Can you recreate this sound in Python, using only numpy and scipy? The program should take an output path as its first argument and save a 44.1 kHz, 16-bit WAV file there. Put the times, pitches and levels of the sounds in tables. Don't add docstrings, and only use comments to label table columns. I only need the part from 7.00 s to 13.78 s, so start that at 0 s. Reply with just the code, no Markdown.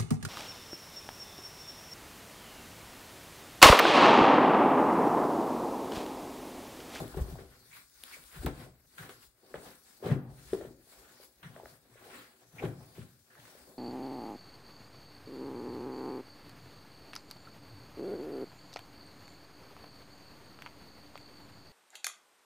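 import sys
import numpy as np
from scipy import signal
from scipy.fft import rfft, irfft, next_fast_len
from scipy.io import wavfile
from scipy.ndimage import uniform_filter1d

SR = 44100
rng = np.random.default_rng(int(sys.argv[2]) if len(sys.argv) > 2 else 0)


def waveform_to_disk(signal):
    frames = np.transpose(np.atleast_2d(signal))
    scaled = np.clip(frames, -1, 1) * 32767
    samples = np.round(scaled).astype(np.int16)
    wavfile.write(sys.argv[1], SR, samples)


def to_linear_factor(level_db):
    exponent = np.asarray(level_db, float) / 20
    return 10 ** exponent


N = 298998

# freq_hz, level_db
HUSH_SPECTRUM = [(15, -32), (25, -28), (97, -1), (226, 7), (296, 8), (1030, -3), (1600, 2.5), (2820, -4),
                 (4860, -38), (6210, -39.5), (12200, -3.5), (15200, -5.5), (16500, -2)]
HUSH_DB = -72
# freq_hz, t60_s
ROOM_DECAY = [(60, 0.71), (400, 0.37), (1500, 0.47), (4000, 0.39), (12000, 0.073)]
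# freq_hz, correlation (0 to 1)
LIKENESS = [(60, .95), (300, .93), (600, .78), (1500, .12), (4000, 0)]
# freq_hz, left_over_right_db
MIC_LEAN = [(60, 2.5), (500, 3), (1290, 0), (2400, 1), (4400, 2.5), (8100, 7), (15000, 3.5)]
TOP_HZ = 15770

# pitch_hz, width_hz, level_db
TABLE_MODES = [(56, 13, -1.5), (121.9, 13.2, 9.5), (172.2, 26.2, 2.5), (205.3, 54.6, -1), (246.5, 31, -2),
               (289, 6, 0), (380, 40.6, -4), (505.3, 25.4, -2), (556, 130, -10), (802, 266, -8),
               (1040, 590, -8.5), (1500, 700, -5.5), (2060, 290, -14)]

# start_s, level_db, ring_db and crackle_db (both added to level_db)
TICKS = [(0.0794, -49.5, 10, -2), (0.8984, -64, 15, -8), (1.037, -38, 12, -19), (1.239, -53, 13, -1),
         (1.4618, -36.5, -9, 3), (1.6014, -53, -3, -16), (2.094, -47.5, -6, -26), (3.061, -43.5, -9, -8),
         (3.534, -45, -5, -19)]
# pitch_hz, level_db, t60_s
RIVET_MODES = [(3510, 17, 0.0016), (11200, -3, 0.0053)]
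# start_s, length_s, level_db, pitch_hz
RASPS = [(0.71, 0.15, -60.5, 2220), (1.125, .06, -54, 2250), (6.3, 0.17, -65, 1680),
         (1.976, 0.084, -55.5, 1560), (4.445, 0.055, -53.5, 1780), (5.583, 0.041, -47.5, 2300)]

# peak_s, level_db, pitch_hz
KNOCKS = [(.02, -30, 350), (.057, -40, 314), (.145, -33, 780), (.149, -36, 365), (.172, -27.5, 386),
          (.186, -36.5, 550), (.285, -39, 385), (.357, -36, 735), (.391, -37.5, 454), (1.17, -47.5, 530),
          (1.42, -51, 614), (1.434, -37, 304), (1.45, -25.5, 302), (1.467, -26, 426), (1.487, -36, 393),
          (2.094, -41.5, 396), (2.544, -27.5, 500), (2.558, -53, 490), (3.028, -32, 457), (3.066, -29, 420),
          (3.086, -32, 438), (3.1, -28.5, 527), (3.115, -28.5, 483), (3.165, -31, 354), (3.533, -16.5, 406),
          (3.612, -31.5, 555), (3.651, -34, 466), (3.71, -40.5, 308), (4.201, -46, 520), (4.565, -37, 624),
          (4.6, -35.5, 780), (4.635, -39.5, 494), (4.66, -39.5, 674), (4.958, -47.5, 500), (5.06, -48, 468),
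          (5.623, -33.5, 480), (5.629, -33, 855), (5.64, -24, 376), (5.66, -40, 800), (5.983, -38.5, 388),
          (6.553, -45.5, 520)]
# peak_s, level_db
SNAPS = [(0.1733, -42), (1.4656, -24.5), (1.4783, -41), (2.0279, -35), (2.035, -33.5), (2.0954, -34),
         (2.5421, -27.5), (3.0635, -37), (3.102, -30), (3.1162, -27), (3.5339, -32), (3.612, -40),
         (4.4463, -37.5), (4.5636, -37.5), (4.6576, -33.5), (5.6384, -43), (6.354, -42.5), (6.455, -42)]
SNAP_HZ = 1560
RISE_CYCLES = 1.1
PATTER_PER_S, PATTER_DB, PATTER_HZ = 25, 10.5, 520

# thud_s, weight_db, air_db, rise_s, fall_s (swells() limits rise and fall)
DROPS_AND_RUMBLE = [(0.011, -37.5, -40, 0.14, 0.17), (0.175, -35.5, -46, 0.044, 0.29),
                    (.217, -53, -32, 0.033, 0.088), (0.329, -40, -44, 0.059, 0.19),
                    (0.699, -65.5, -70.5, 0.57, .8), (1.189, -64, -59, .13, 0.14),
                    (1.365, -47.5, -62, 0.074, 0.03), (1.46, -35, -35.5, 0.11, 0.076),
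                    (1.595, -46.5, -63, 0.064, 0.048), (2.0, -47, -60, 0.049, 0.33),
                    (2.543, -54.5, -60, 0.033, 0.35), (3.056, -35.5, -55, 0.053, 0.25),
                    (3.113, -28, -44, 0.1, 0.17), (3.189, -52, -48.5, .08, 0.14),
                    (3.261, -52, -53, 0.068, 0.32), (3.529, -46, -44, 0.038, .07),
                    (3.664, -53, -56, 0.35, 0.19), (4.098, -70, -72, 0.88, .6),
                    (4.433, -55.5, -83, .012, .2), (4.455, -44.5, -75, .04, 0.37),
                    (4.719, -62, -75, 0.23, 1.2), (5.541, -53, -70, .03, .2), (5.642, -33, -62, 0.15, 0.25),
                    (5.685, -45, -41, 0.059, 0.063), (5.778, -47.5, -62, 0.033, 0.2),
                    (5.988, -42, -77, 0.05, 0.26), (6.385, -60, -74, 0.034, .3)]
SETTLE_S, THUD_DB, THUD_HZ = 0.002, 4, 145
WEIGHT_LOSS_DB, AIR_LOSS_DB = 31.5, 28.5
REST_WEIGHT_DB, REST_AIR_DB = -81, -80

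# peak_s, fall_s, drag_db, scrape_db, hiss_db; the hiss loses 10 dB in a fall
GRABS = [(0.0, 0.055, -27, -43.5, -48.5), (0.174, 0.054, -33.5, -49.5, -66),
         (1.466, 0.032, -30, -41.5, -51), (1.982, 0.079, -48.5, -46, -54.5), (2.092, 0.09, -57, -52, -53.5),
         (2.543, 0.15, -43, -56, -63.5), (3.029, 0.22, -38.5, -77, -107), (3.537, 0.014, -33.5, -55, -53),
         (4.431, 0.094, -49.5, -49.5, -62), (5.623, 0.072, -35.5, -50.5, -66),
         (6.359, 0.23, -54.5, -82, -86)]
GRAB_RISE_S = 0.0038
# peak_s, rise_s, drag_db, scrape_db, hiss_db
SLIDES = [(.122, 0.15, -56, -55, -55.5), (.291, 0.13, -46.5, -57.5, -57.5), (.41, 0.085, -51.5, -60, -64),
          (.559, 0.4, -67, -68, -64.5), (0.768, 0.083, -69.5, -55.5, -53.5), (1.04, 0.036, -65, -65, -67),
          (1.146, 0.2, -62, -56.5, -53.5), (1.365, 0.082, -53, -53.5, -53),
          (1.435, 0.053, -47, -54.5, -53.5), (1.608, 0.093, -46, -54.5, -58), (1.945, 0.21, -73, -76, -66),
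          (2.032, 0.09, -51.5, -54, -56.5), (2.233, 0.058, -63.5, -61.5, -57.5),
          (2.505, 0.16, -59, -67.5, -65), (2.678, .11, -56.5, -56.5, -55), (2.917, 0.14, -63, -65.5, -60),
          (3.069, 0.044, -30, -46.5, -54.5), (3.09, 0.038, -36, -49.5, -65),
          (3.118, 0.045, -35, -46.5, -58.5), (3.302, 0.061, -55, -70, -83), (3.39, 0.088, -62, -64, -60.5),
          (3.537, 0.14, -56, -55, -56), (3.648, 0.11, -54, -65, -65), (3.931, 0.12, -62, -62.5, -60),
          (4.083, 0.3, -61, -65.5, -61.5), (4.234, 0.056, -59.5, -63, -57.5), (4.568, 0.14, -52, -64, -65),
          (4.698, 0.084, -63, -60, -58), (4.9, 0.1, -61.5, -87, -94), (5.049, 0.091, -53.5, -81, -76),
          (5.157, 0.23, -54, -52.5, -58), (5.29, 0.042, -59, -69, -71), (5.43, 0.062, -58.5, -73, -69),
          (5.577, 0.11, -54.5, -62, -63), (5.65, 0.066, -40, -54.5, -60), (5.81, 0.29, -58.5, -69.5, -63.5),
          (5.994, 0.13, -56.5, -60.5, -61), (6.335, 0.051, -91, -87, -72), (6.51, 0.35, -61, -62.5, -60.5),
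          (6.72, 0.23, -60.5, -78, -65)]
SLIDE_TAIL, SLIDE_BEND = 0.99, 1.235
DRAG_SWING, SCRAPE_SWING = 1.916, 1.856

# freq_hz, level_db
AIR_SPECTRUM = [(20, -31), (38, 0), (60, 7.5), (95, -3.5), (125, -40)]
# freq_hz, level_db
WEIGHT_SPECTRUM = [(55, -27), (90, 1.5), (180, -5.5), (260, 2), (330, -15)]
# freq_hz, level_db
DRAG_SPECTRUM = [(140, -17), (255, 0), (600, 1), (1000, 4), (1400, -20)]
# freq_hz, level_db
SCRAPE_SPECTRUM = [(470, -35), (800, -22), (1100, -12.5), (1180, -15), (1420, -10.5), (2800, -18.5),
                   (3200, -18.5), (4160, -22.5), (7040, -120)]
# freq_hz, level_db
WEAVE_SPECTRUM = [(1650, -36), (2800, -30), (3400, -1), (4440, 5), (5840, 0.5), (6570, -0.5), (7400, 0.5),
                  (9050, 3), (10300, -1), (11700, 2), (15100, -5), (16100, 14.5), (16500, -70)]


def unit(x):
    return x / np.sqrt(np.mean(x ** 2) + 1e-20)


def along(points, hz):
    f, v = np.transpose(points)
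    return np.interp(np.log(hz + 1), np.log(f + 1), v)


def spectrum(points):
    return lambda hz: to_linear_factor(along(points, hz))


def filtered(x, response):
    m = next_fast_len(N + SR // 2)
    return irfft(rfft(x, m) * response(np.fft.rfftfreq(m, 1 / SR)), m)[..., :N]


def mid_side_gains(hz):
    turn = np.arccos(np.clip(along(LIKENESS, hz), -1, 1)) / 2
    return np.cos(turn), np.sin(turn)


def catches(rate, fade):
    starts = (rng.random(N) < rate / SR) * rng.exponential(size=N)
    held = np.sqrt(signal.lfilter([1], [1, -np.exp(-1 / (fade * SR))], starts))
    return unit(held - held.mean())


def friction(colour, grain_db, patchy_db):
    grainy = rng.standard_normal((2, N)) * to_linear_factor(grain_db * catches(rate=110, fade=0.014))
    z = signal.stft(grainy, nperseg=512)[2]
    field = rng.standard_normal(z.shape[1:])
    field = uniform_filter1d(uniform_filter1d(field, 12, 0), 12, 1)
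    pair = signal.istft(z * to_linear_factor(patchy_db * unit(field)), nperseg=512)[1][:, :N]
    mid, side = filtered(pair, lambda hz: colour(hz) * np.array(mid_side_gains(hz)))
    return unit(np.array([mid + side, mid - side]))


def swells(s, db, rise, fall, drop_db, bend=1):
    t = np.arange(0, N / SR + .002, .001)[:, None]
    before = (s - t) / np.clip(rise, .002, 1)
    after = (t - s) / np.clip(fall, .002, 1)
    away = np.where(t < s, before, after)
    gain = np.sqrt(np.sum(to_linear_factor(db - drop_db * away ** bend) ** 2, axis=1))
    return np.interp(np.arange(N) / SR, t[:, 0], gain)


def hush():
    return to_linear_factor(HUSH_DB) * friction(spectrum(HUSH_SPECTRUM), grain_db=-5.5, patchy_db=-0.5)


def room(x):
    hz, t, z = signal.stft(rng.standard_normal((2, SR)), SR, nperseg=512)
    mid_gain, side_gain = mid_side_gains(hz)
    mid, side = z[0] * mid_gain[:, None], z[1] * side_gain[:, None]
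    decay = to_linear_factor(-60 * t / along(ROOM_DECAY, hz)[:, None])
    tail = signal.istft(np.array([mid + side, mid - side]) * decay, SR, nperseg=512)[1]
    delayed = np.pad(x, (350, 0))[None]
    return signal.fftconvolve(delayed, tail / np.linalg.norm(tail[0]), axes=1)[:, :N]


def table(f):
    total = 0
    for k, (pitch, width, db) in enumerate(TABLE_MODES):
        resonance = 1j * f * width / (pitch * pitch - f * f + 1j * f * width)
        total = total + (-1) ** k * to_linear_factor(db) * resonance
    return total


def ticks():
    out, t = np.zeros((2, N + 600)), np.arange(600) / SR
    onset = 1 - np.exp(-t / 0.00018)
    snap, ring = [to_linear_factor(level - 60 * t / t60) * onset * np.sin(2 * np.pi * hz * t)
                  for hz, level, t60 in RIVET_MODES]
    for s, db, ring_db, crackle_db in TICKS:
        crackle = np.diff(rng.standard_normal((2, 601)))
        crackle = to_linear_factor(crackle_db - 60 * t / 0.014) * crackle
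        out[:, round(s * SR):][:, :len(t)] += to_linear_factor(db) * (snap + to_linear_factor(ring_db) * ring + crackle)
    return out[:, :N]


def rasps():
    t, out = np.arange(N) / SR, np.zeros((2, N))
    for s, length, db, hz in RASPS:
        attack = np.clip((t - s) / 0.0014, 0, 1)
        release = np.clip((s + length - t) / (0.69 * length), 0, 1)
        band = lambda f: 1 / (1 + ((f - hz) / (.13 * hz)) ** 2)
        out += to_linear_factor(db) * attack * release * friction(band, grain_db=3.5, patchy_db=0)
    return out


def rubbing():
    grab_s, grab_fall, *grab_db = np.transpose(GRABS)
    slide_s, slide_rise, *slide_db = np.transpose(SLIDES)
    gains = []
    for g, d, swing in zip(grab_db, slide_db, (DRAG_SWING, SCRAPE_SWING, 1)):
        grabs = swells(grab_s, g, GRAB_RISE_S, grab_fall, 10 * swing)
        slides = swells(slide_s, d, slide_rise, SLIDE_TAIL * slide_rise, 10 * swing, SLIDE_BEND)
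        gains.append(np.hypot(grabs, slides))
    return gains


def knocks():
    blows, t = np.zeros(N + 2048), np.arange(2048) / SR
    events = [(s, to_linear_factor(db), hz) for s, db, hz in KNOCKS]
    events += [(s, to_linear_factor(db + THUD_DB), THUD_HZ) for s, db, *_ in DROPS_AND_RUMBLE]
    events += [(s, to_linear_factor(db), SNAP_HZ) for s, db in SNAPS]
    drag = rubbing()[0]
    for u, v, w in rng.random((round(PATTER_PER_S * N / SR), 3)):
        gain = to_linear_factor(PATTER_DB - 23 * v) * drag[int(u * N)]
        events.append((0.018 + u * (N / SR - .03), gain, PATTER_HZ * 3 ** (w - .5)))
    for s, gain, hz in events:
        rise = RISE_CYCLES / hz
        swell = (t / rise * np.exp(1 - t / rise)) ** 2
        start = max(round((s - rise) * SR), 0)
        blows[start:][:len(t)] += gain * swell * np.cos(2 * np.pi * hz * t)
    blows = blows[:N]
    return to_linear_factor(-3.5) * blows + to_linear_factor(-3.0) * filtered(blows, table)


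def cloth():
    s, weight_db, air_db, rise, fall = np.transpose(DROPS_AND_RUMBLE)
    peak = s + SETTLE_S
    weight = np.hypot(to_linear_factor(REST_WEIGHT_DB), swells(peak, weight_db, rise, fall, WEIGHT_LOSS_DB))
    air = np.hypot(to_linear_factor(REST_AIR_DB), swells(peak, air_db, rise, fall, AIR_LOSS_DB))
    drag, scrape, hiss = rubbing()
    shaking = to_linear_factor(-0.5) * weight * friction(spectrum(WEIGHT_SPECTRUM), grain_db=0.0, patchy_db=-4)
    shaking += to_linear_factor(8) * drag * friction(spectrum(DRAG_SPECTRUM), grain_db=2.5, patchy_db=-2.0)
    direct = air * friction(spectrum(AIR_SPECTRUM), grain_db=5, patchy_db=-2)
    direct += scrape * friction(spectrum(SCRAPE_SPECTRUM), grain_db=2.0, patchy_db=1.32)
    direct += hiss * friction(spectrum(WEAVE_SPECTRUM), grain_db=1.0, patchy_db=2.0)
    return direct + filtered(shaking, table)


def scene():
    hits = knocks() + ticks()
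    rustle = cloth() + rasps()
    echo = room(to_linear_factor(-9) * hits.mean(0) + to_linear_factor(-13) * rustle.mean(0))
    return hits + rustle + echo + hush()


def low_pass(x):
    return signal.sosfilt(signal.butter(12, 16970, fs=SR, output="sos"), x)


def record(dry):
    sides = np.array([[.5], [-.5]])
    mix = filtered(dry, lambda hz: to_linear_factor(sides * along(MIC_LEAN, hz)) * (hz < TOP_HZ))
    return low_pass(mix)


dry = scene()
out = record(dry)
waveform_to_disk(out)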